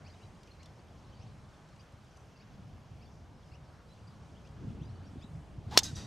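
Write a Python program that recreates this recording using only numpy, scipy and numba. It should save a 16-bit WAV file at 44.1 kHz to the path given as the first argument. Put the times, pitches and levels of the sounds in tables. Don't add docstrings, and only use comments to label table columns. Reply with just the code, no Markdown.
import sys
import numpy as np
from scipy import signal
from scipy.io import wavfile
from scipy.ndimage import uniform_filter1d, map_coordinates
from numba import njit

SR = 44100
rng = np.random.default_rng(int(sys.argv[2]) if len(sys.argv) > 2 else 0)


def to_wav(sig):
    pcm = np.clip(np.atleast_2d(sig), -1, 1) * 32767
    pcm = np.round(pcm).astype(np.int16)
    wavfile.write(sys.argv[1], SR, pcm.T)


N = 267642


def undb(db):
    return 10 ** (np.asarray(db) / 20)


def unit(x):
    return x / np.sqrt(np.mean(x ** 2))


def curves(rows):
    s, *columns = np.transpose(rows)
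    return [np.interp(np.arange(N) / SR, s, column) for column in columns]


def on_log(table, hz):
    table_hz, table_db = np.transpose(table)
    return np.interp(np.log(hz), np.log(table_hz), table_db)


@njit
def svf(x, hz, sharp):
    y, b, l = np.empty(len(x)), 0., 0.
    for i in range(len(x)):
        g = np.tan(np.pi * hz[i] / SR)
        v = (b + g * (x[i] - l)) / (1 + g * (g + 1 / sharp))
        b, l, y[i] = 2 * v - b, l + 2 * g * v, v / sharp
    return y


def band(hz, edge):
    edges_hz = [hz / edge, min(hz * edge, .45 * SR)]
    sos = signal.butter(2, edges_hz, "band", fs=SR, output="sos")
    return unit(signal.sosfilt(sos, rng.standard_normal(N)))


def around(x, hz, span):
    edges_hz = [hz / span, min(hz * span, .45 * SR)]
    return signal.sosfilt(signal.butter(1, edges_hz, "band", fs=SR, output="sos"), x)


def walk(rate):
    hold = int(SR / rate)
    steps = np.repeat(rng.standard_normal(N // hold + 1), hold)
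    return unit(uniform_filter1d(uniform_filter1d(steps, hold), hold)[:N])


def spread(mid, side):
    return np.array([mid + side, mid - side])


def add(out, s, sound):
    i = int(s * SR)
    out[..., i:i + sound.shape[-1]] += sound[..., :N - i]


def texture(table, start_hz, count, moves_db):
    # hz, side_minus_mid_db
    width = [(30, -17), (60, -13), (110, -21.5), (200, -8.5), (380, -15), (700, -13), (1290, -10),
             (2380, -7), (4400, -16), (8120, -16.5), (15000, 3)]
    centres_hz = start_hz * 2 ** (np.arange(count) / 2)
    shares = undb(on_log(table, centres_hz)) * np.sqrt(centres_hz)
    shares /= np.linalg.norm(shares)
    out = np.zeros((2, N))
    for hz, share in zip(centres_hz, shares):
        side = undb(on_log(width, hz)) * band(hz, 1.25)
        out += share * undb(moves_db(hz)) * spread(band(hz, 1.2272), side)
    return out


def wind():
    # start_s, level_db
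    gusts = [(0, -53), (.5, -57), (1.1, -51), (1.5, -54), (1.7, -57), (2.42, -57.5), (2.62, -50),
             (2.8, -53.5), (3.33, -51.5), (3.9, -54.5), (4.56, -51.5), (4.64, -44), (4.82, -46),
             (4.9, -48.5), (5.1, -49), (5.5, -50), (5.75, -45), (5.82, -44), (5.93, -46), (6.07, -46)]
    # hz, relative_db_per_hz
    buffet = [(12, -42), (20, -16), (43, -13), (73, -1.5), (123, -3.5), (242, -11.5), (398, -18.5),
              (500, -22), (650, -53), (1100, -120)]
    # start_s, peak_db, pitch_hz
    thumps = [(1.19, -47, 80.3), (1.93, -44, 99.4), (2.908, -39.5, 110.4), (3.51, -47, 80.5),
              (3.675, -47, 84.7), (4.333, -44.5, 142.5), (4.643, -41.5, 104), (4.674, -35.5, 132.7),
              (4.81, -31.5, 146), (5.156, -41, 327), (5.166, -36.5, 221), (5.174, -34.5, 101),
              (5.242, -38, 187), (5.349, -40.5, 110.4), (5.576, -32.5, 115.2), (5.662, -32.5, 118),
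              (5.815, -37.5, 94.8), (5.924, -31.5, 118.3), (5.952, -34.5, 99), (5.979, -41, 152.7),
              (6.043, -46.5, 111)]
    gust_db, = curves(gusts)
    below_peak_db = gust_db - gust_db.max()

    def moves_db(hz):
        octaves_up = max(np.log2(hz / 130), 0)
        return gust_db + 0.75 * below_peak_db * octaves_up + 2.67 * walk(18)

    out = texture(buffet, 23.54, count=9, moves_db=moves_db)
    for s, db, hz in thumps:
        t = np.arange(int(2.48 * SR / hz)) / SR
        add(out, s, undb(db) * np.hanning(len(t)) * np.sin(2 * np.pi * hz * t))
    return out


def leaves():
    # hz, relative_db_per_hz
    foliage = [(150, -0.5), (175, -3.5), (221, -8), (337, -9), (728, -7.5), (1000, -12), (1400, -15),
               (2000, -21), (2810, -22), (3890, -26), (5950, -26.5), (11700, -44.5), (15000, -71.5)]
    # start_s, level_db
    rustle = [(0, -60), (1.6, -61), (3.6, -61.5), (4.6, -60.5), (5.6, -60)]
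    rustle_db, = curves(rustle)
    return texture(foliage, 169.5, count=14,
                   moves_db=lambda hz: rustle_db + 0.866 * walk(1.629) + 1.21 * walk(12))


def note(hz, db, octave_db):
    waver, rasp = .006, .38
    along = np.linspace(0, 1, len(hz))
    pitch = 1 + waver * unit(uniform_filter1d(rng.standard_normal(len(hz)), 150))
    roughness = 1 + rasp * unit(uniform_filter1d(rng.standard_normal(len(hz)), 120))
    phase = 2 * np.pi * np.cumsum(hz * pitch) / SR
    low = undb(db - 9.9 * (1 - along) ** 2) * np.sin(phase)
    octave = undb(octave_db - 6 * (1 - along) ** 4 - 4.4 * along ** 4) * np.sin(2 * phase)
    return roughness * signal.windows.tukey(len(hz), .25) * np.sqrt(2) * (low + octave)


def birds():
    # start_s, length_s, start_hz, end_hz, bend (over 1 steepens toward the end),
    # level_db, octave_db
    chirps = [(0.045, 0.0447, 2190, 3395, 1.96, -66, -67), (0.2, 0.0383, 2377, 3150, 0.95, -68.5, -75.5),
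              (0.473, 0.016, 2352, 3290, 2.1, -67, -81.5), (0.587, 0.0528, 2000, 3118, 2, -68.5, -69.5),
              (1.118, 0.0224, 2900, 3198, 1.2, -69, -78.5), (1.193, 0.05, 2239, 3350, 1.13, -70, -71),
              (1.789, 0.0305, 2295, 3326, 1.25, -68, -70.5), (2.392, 0.0388, 2108, 3130, 1.65, -67, -67.5),
              (3.006, 0.036, 2130, 3008, 1.37, -68, -70), (3.042, 0.0238, 4100, 4636, 0.56, -67.5, -88),
              (3.511, 0.0524, 2100, 3100, 1.5, -66.5, -69.5), (3.96, 0.04, 2168, 3153, 1.73, -73.5, -85),
              (3.875, 0.065, 3930, 4080, 1.5, -72, -95), (4.35, 0.036, 2700, 3640, 1.2, -67.5, -87.5),
              (4.438, 0.044, 2315, 3430, 1.58, -67.5, -75), (4.798, 0.046, 2450, 3942, 1.11, -65.5, -79),
              (5.205, 0.045, 2900, 3950, 0.798, -64, -76), (5.208, 0.0285, 2285, 2825, 1.28, -68, -68.5)]
    # start_s, level_db, pitch_hz
    peeps = [(0.062, -66, 4450), (.088, -67.5, 4150), (0.095, -68, 4720), (.113, -69, 4750),
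             (0.132, -67, 3720), (.148, -74, 2943), (.165, -79.5, 5450), (0.225, -65.5, 3900),
             (0.505, -63, 4220), (.632, -68.5, 4100), (.635, -70.5, 5400), (0.652, -67.5, 3520),
             (.658, -73, 2011), (.66, -73.5, 3250), (1.017, -75, 4600), (1.035, -72.5, 3750),
             (1.056, -77, 3800), (1.088, -74.5, 4400), (1.139, -71, 4520), (1.16, -72, 4576),
             (1.176, -74, 4370), (1.215, -71.5, 5516), (1.264, -71, 4353), (1.794, -66, 4730),
             (2.158, -66.5, 6066), (1.53, -72, 3530), (1.58, -73, 3247), (1.97, -79.5, 4160),
             (2.1, -74.5, 5920), (2.2, -74, 5860), (2.35, -68, 2704), (2.361, -67.5, 4700),
             (2.422, -71, 3760), (3.063, -71, 3480), (3.42, -70.5, 3266), (3.474, -75.5, 5000),
             (3.51, -70, 2700), (3.545, -77, 2596), (4.069, -65.5, 4742), (4.825, -70, 5910),
             (4.845, -69, 4730), (4.865, -75.5, 4920), (4.887, -71, 4310), (4.95, -71.5, 4500),
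             (5.04, -71, 4560), (5.06, -71, 5580), (5.188, -69.5, 3560), (5.23, -64.5, 3822)]
    # start_s, level_db
    twitter = [(0, -80), (.7, -81), (1.3, -82), (2.2, -85), (3.2, -84), (3.7, -81.5), (4.3, -82.5),
               (4.9, -79.5), (5.25, -81), (5.5, -87)]
    # low_hz, high_hz
    twitter_range = (2690, 5580)
    peep_s, peep_octave_db = 0.0191, -27.5
    echo_s, echo_db = 0.021, -10

    out = np.zeros(N)
    for s, length, start_hz, end_hz, bend, db, octave_db in chirps:
        along = np.linspace(0, 1, int(length * SR))
        add(out, s, note(start_hz + (end_hz - start_hz) * along ** bend, db, octave_db))
    for s, db, hz in peeps:
        glide_hz = hz * np.linspace(.98, 1.03, int(peep_s * SR))
        add(out, s, note(glide_hz, db, db + peep_octave_db))
    for when, pitch, glide, size, loud in rng.random((480, 5)):
        length = int((0.011 + 0.023 * size) * SR)
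        hz = np.interp(pitch, [0, 1], twitter_range) * np.linspace(1, .95 + 0.1529 * glide, length)
        db = np.interp(when * N / SR, *np.transpose(twitter)) + 3.5 * loud ** 3
        add(out, when * (N - 1) / SR, note(hz, db, db + peep_octave_db))

    t = np.arange(int(.25 * SR)) / SR
    tails = [undb(-36.5 - 60 * t / 0.156) * rng.standard_normal(len(t)) for _ in range(2)]
    smear = signal.fftconvolve(out[None], tails, axes=1)[:, :N]
    echo = undb(echo_db) * np.roll(out, int(echo_s * SR))
    return spread(out + echo, 0.056 * out + 0.15 * echo) + smear


def ticks():
    # start_s, peak_db, centre_hz
    tick_rows = [(0.432, -53.5, 4200), (0.4731, -55, 3400), (0.6307, -50.5, 4500), (0.658, -52.5, 3640),
                 (1.688, -57.5, 4190), (1.7617, -56, 3030), (1.923, -62.5, 5610), (2.0474, -61.5, 4330),
                 (2.17, -55.5, 5840), (4.4735, -55.5, 3370)]
    out, t = np.zeros(N), np.arange(600) / SR
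    low_pass = signal.butter(3, 11000, fs=SR, output="sos")
    for s, db, hz in tick_rows:
        burst = np.exp(-t / 0.0044) * rng.standard_normal(len(t))
        burst = around(around(burst, hz, 1.525), 4600, 2.07)
        burst = signal.sosfilt(low_pass, burst)
        add(out, s, undb(db) * burst / np.abs(burst).max())
    return out


def thin_tone():
    start_s, hold_s, drop_s = 5.842, .055, .025
    hold_hz, end_hz = 1560, 1330
    start_db, full_db = -62, -57
    t = np.arange(int((hold_s + drop_s) * SR)) / SR
    drop = np.clip((t - hold_s) / drop_s, 0, 1)
    hz = hold_hz + (end_hz - hold_hz) * drop ** 2
    swell = undb(np.interp(t, [0, hold_s], [start_db, full_db]))
    fade = np.clip(t / 0.0081, 0, 1) * (1 - drop ** 4)
    out = np.zeros(N)
    add(out, start_s, swell * fade * np.sin(2 * np.pi * np.cumsum(hz) / SR))
    return out


def swing():
    # start_s, shaft_whistle_hz, whistle_db, head_hiss_db
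    swish = [(5.64, 585, -65, -100.5), (5.708, 720, -60, -70), (5.712, 757, -52.5, -57),
             (5.732, 850, -47, -57), (5.745, 866, -46.5, -52), (5.76, 1000, -47, -60),
             (5.775, 1030, -43, -39), (5.8, 920, -55.5, -57), (5.83, 807, -52.5, -76.5)]
    t = np.arange(N) / SR
    hz, whistle_db, hiss_db = curves(swish)
    whistle = unit(svf(rng.standard_normal(N), hz, 6.5))
    whistle += undb(-13.5) * unit(svf(rng.standard_normal(N), 2.006 * hz, 11.0))
    hiss = band(3760.0, 1.25) + undb(1.0) * band(3920.0, 1.52)
    during = (t > swish[0][0]) * (t < swish[-1][0])
    mid = (undb(whistle_db) * whistle + undb(hiss_db) * hiss) * during
    return spread(mid, 0.095 * np.roll(mid, 40))


def strike():
    # pitch_hz, level_db, t60_s
    modes = [(382, -11, 0.00848), (658, -22, 0.0156), (1283, -27, 0.024), (1799, -23, 0.0206),
             (2735, -27.5, 0.041), (3026, -19.5, 0.029), (3425, -16.5, 0.0407), (3585, -26, 0.0776),
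             (4292, -11, 0.0192), (4358, -19.5, 0.029), (4550, -17, 0.0214), (4901, -17, 0.033),
             (5190, -32.5, 0.021), (5396, -14.5, 0.0296), (5481, -15, 0.034), (6040, -19.5, 0.0155),
             (6814, -22, 0.0328), (9610, -26, 0.0156), (9915, -30.5, 0.0155), (11240, -27, 0.024),
             (13700, -33.5, .015)]
    push_s, push_db, crack_db = 0.000448, -4, -17.5
    t = np.arange(int(.12 * SR)) / SR
    push = -undb(push_db) * np.sin(np.pi * np.clip(t / push_s, 0, 1)) ** 2
    after = np.clip(t - 0.699 * push_s, 0, None)
    ring = np.zeros(len(t))
    for hz, db, t60 in modes:
        ring += undb(db) * np.exp(-np.log(1000) * after / t60) * np.sin(2 * np.pi * hz * after)
    crack_shape = undb(crack_db) * np.exp(-after / 0.00437) * (after > 0)
    return push + ring + crack_shape * band(5230.0, 1.687)[:len(t)]


def doppler(x, ratio):
    return map_coordinates(x, [np.arange(len(x)) * ratio], order=3)


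def echoes(hit):
    # delay_s, level_db, pitch_ratio, left_minus_right_db
    near = [(.0026, -11.5, 1.02, 7), (.0054, -15, 0.9, 9), (0.0144, -10.5, 1.25, -4.5),
            (.0575, -35.5, 1, 6)]
    # delay_s, rise_s, level_db, t60_s, pitch_ratio, centre_hz, band_edge_ratio
    trees = [(0.002, 0.000995, -49.5, 0.094, 1.2, 6100, 2.1), (.0145, .001, -37, 0.0334, 1.05, 3400, 2.75),
             (.056, 0.0014, -47, 0.191, 1.16, 6700, 1.97), (.062, 0.022, -46, 0.132, 1.145, 3900, 1.06),
             (0.059, 0.0137, -56, 0.316, 1.05, 1340, 4.78), (0.174, 0.0047, -58, 0.505, 1.085, 5700, 1.25),
             (.176, 0.0104, -61, 0.396, 1.2, 8900, 1.36), (0.19, .001, -59, 0.0264, 0.99, 1670, 2.5),
             (0.16, 0.0276, -55.5, 0.6, 1.12, 3780, 1.11), (.18, 0.0263, -56.5, 0.604, 1.05, 870, 3.37),
             (0.027, 0.035, -63.5, 0.8, 1.25, 8300, 1.24), (.18, 0.011, -55.5, 0.32, 1.16, 7830, 1.05),
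             (0.013, .006, -67.5, 0.54, 1.4, 2830, 2.15)]
    strike_s = 5.77485
    near_trees_s = .1
    near_width, far_width = 0.214, 0.074

    out = np.zeros((2, N))
    add(out, strike_s, spread(hit, 0.068 * (np.roll(hit, 4) - np.roll(hit, 10))))
    for delay, db, ratio, pan_db in near:
        back = around(doppler(hit, ratio), 5370, 2.13)
        add(out, strike_s + delay, back * undb(db + np.array([[pan_db], [-pan_db]]) / 2))

    t = np.arange(int(.3 * SR)) / SR
    for delay, rise, db, t60, ratio, hz, edge in trees:
        shape = np.clip(t / rise, 0, 1) * undb(db - 60 * np.clip(t - rise, 0, None) / t60)
        width = near_width if delay < near_trees_s else far_width
        for shift in (-.022, 0, .014):
            side = width * rng.standard_normal(len(t))
            scatter = shape * spread(rng.standard_normal(len(t)), side)
            back = around(around(doppler(hit, ratio + shift), hz, edge), hz, edge)
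            smeared = signal.fftconvolve(scatter, back[None], axes=1)
            add(out, strike_s + delay, smeared / np.sqrt(3))
    return out


def scene():
    background = wind() + leaves() + birds() + ticks()
    return background + thin_tone() + swing() + echoes(strike())


def record(dry):
    top_hz = 15700
    low_pass = signal.ellip(12, .3, 95, top_hz, fs=SR, output="sos")
    return signal.sosfilt(low_pass, np.clip(dry, -.93, .93))


dry = scene()
out = record(dry)
to_wav(out)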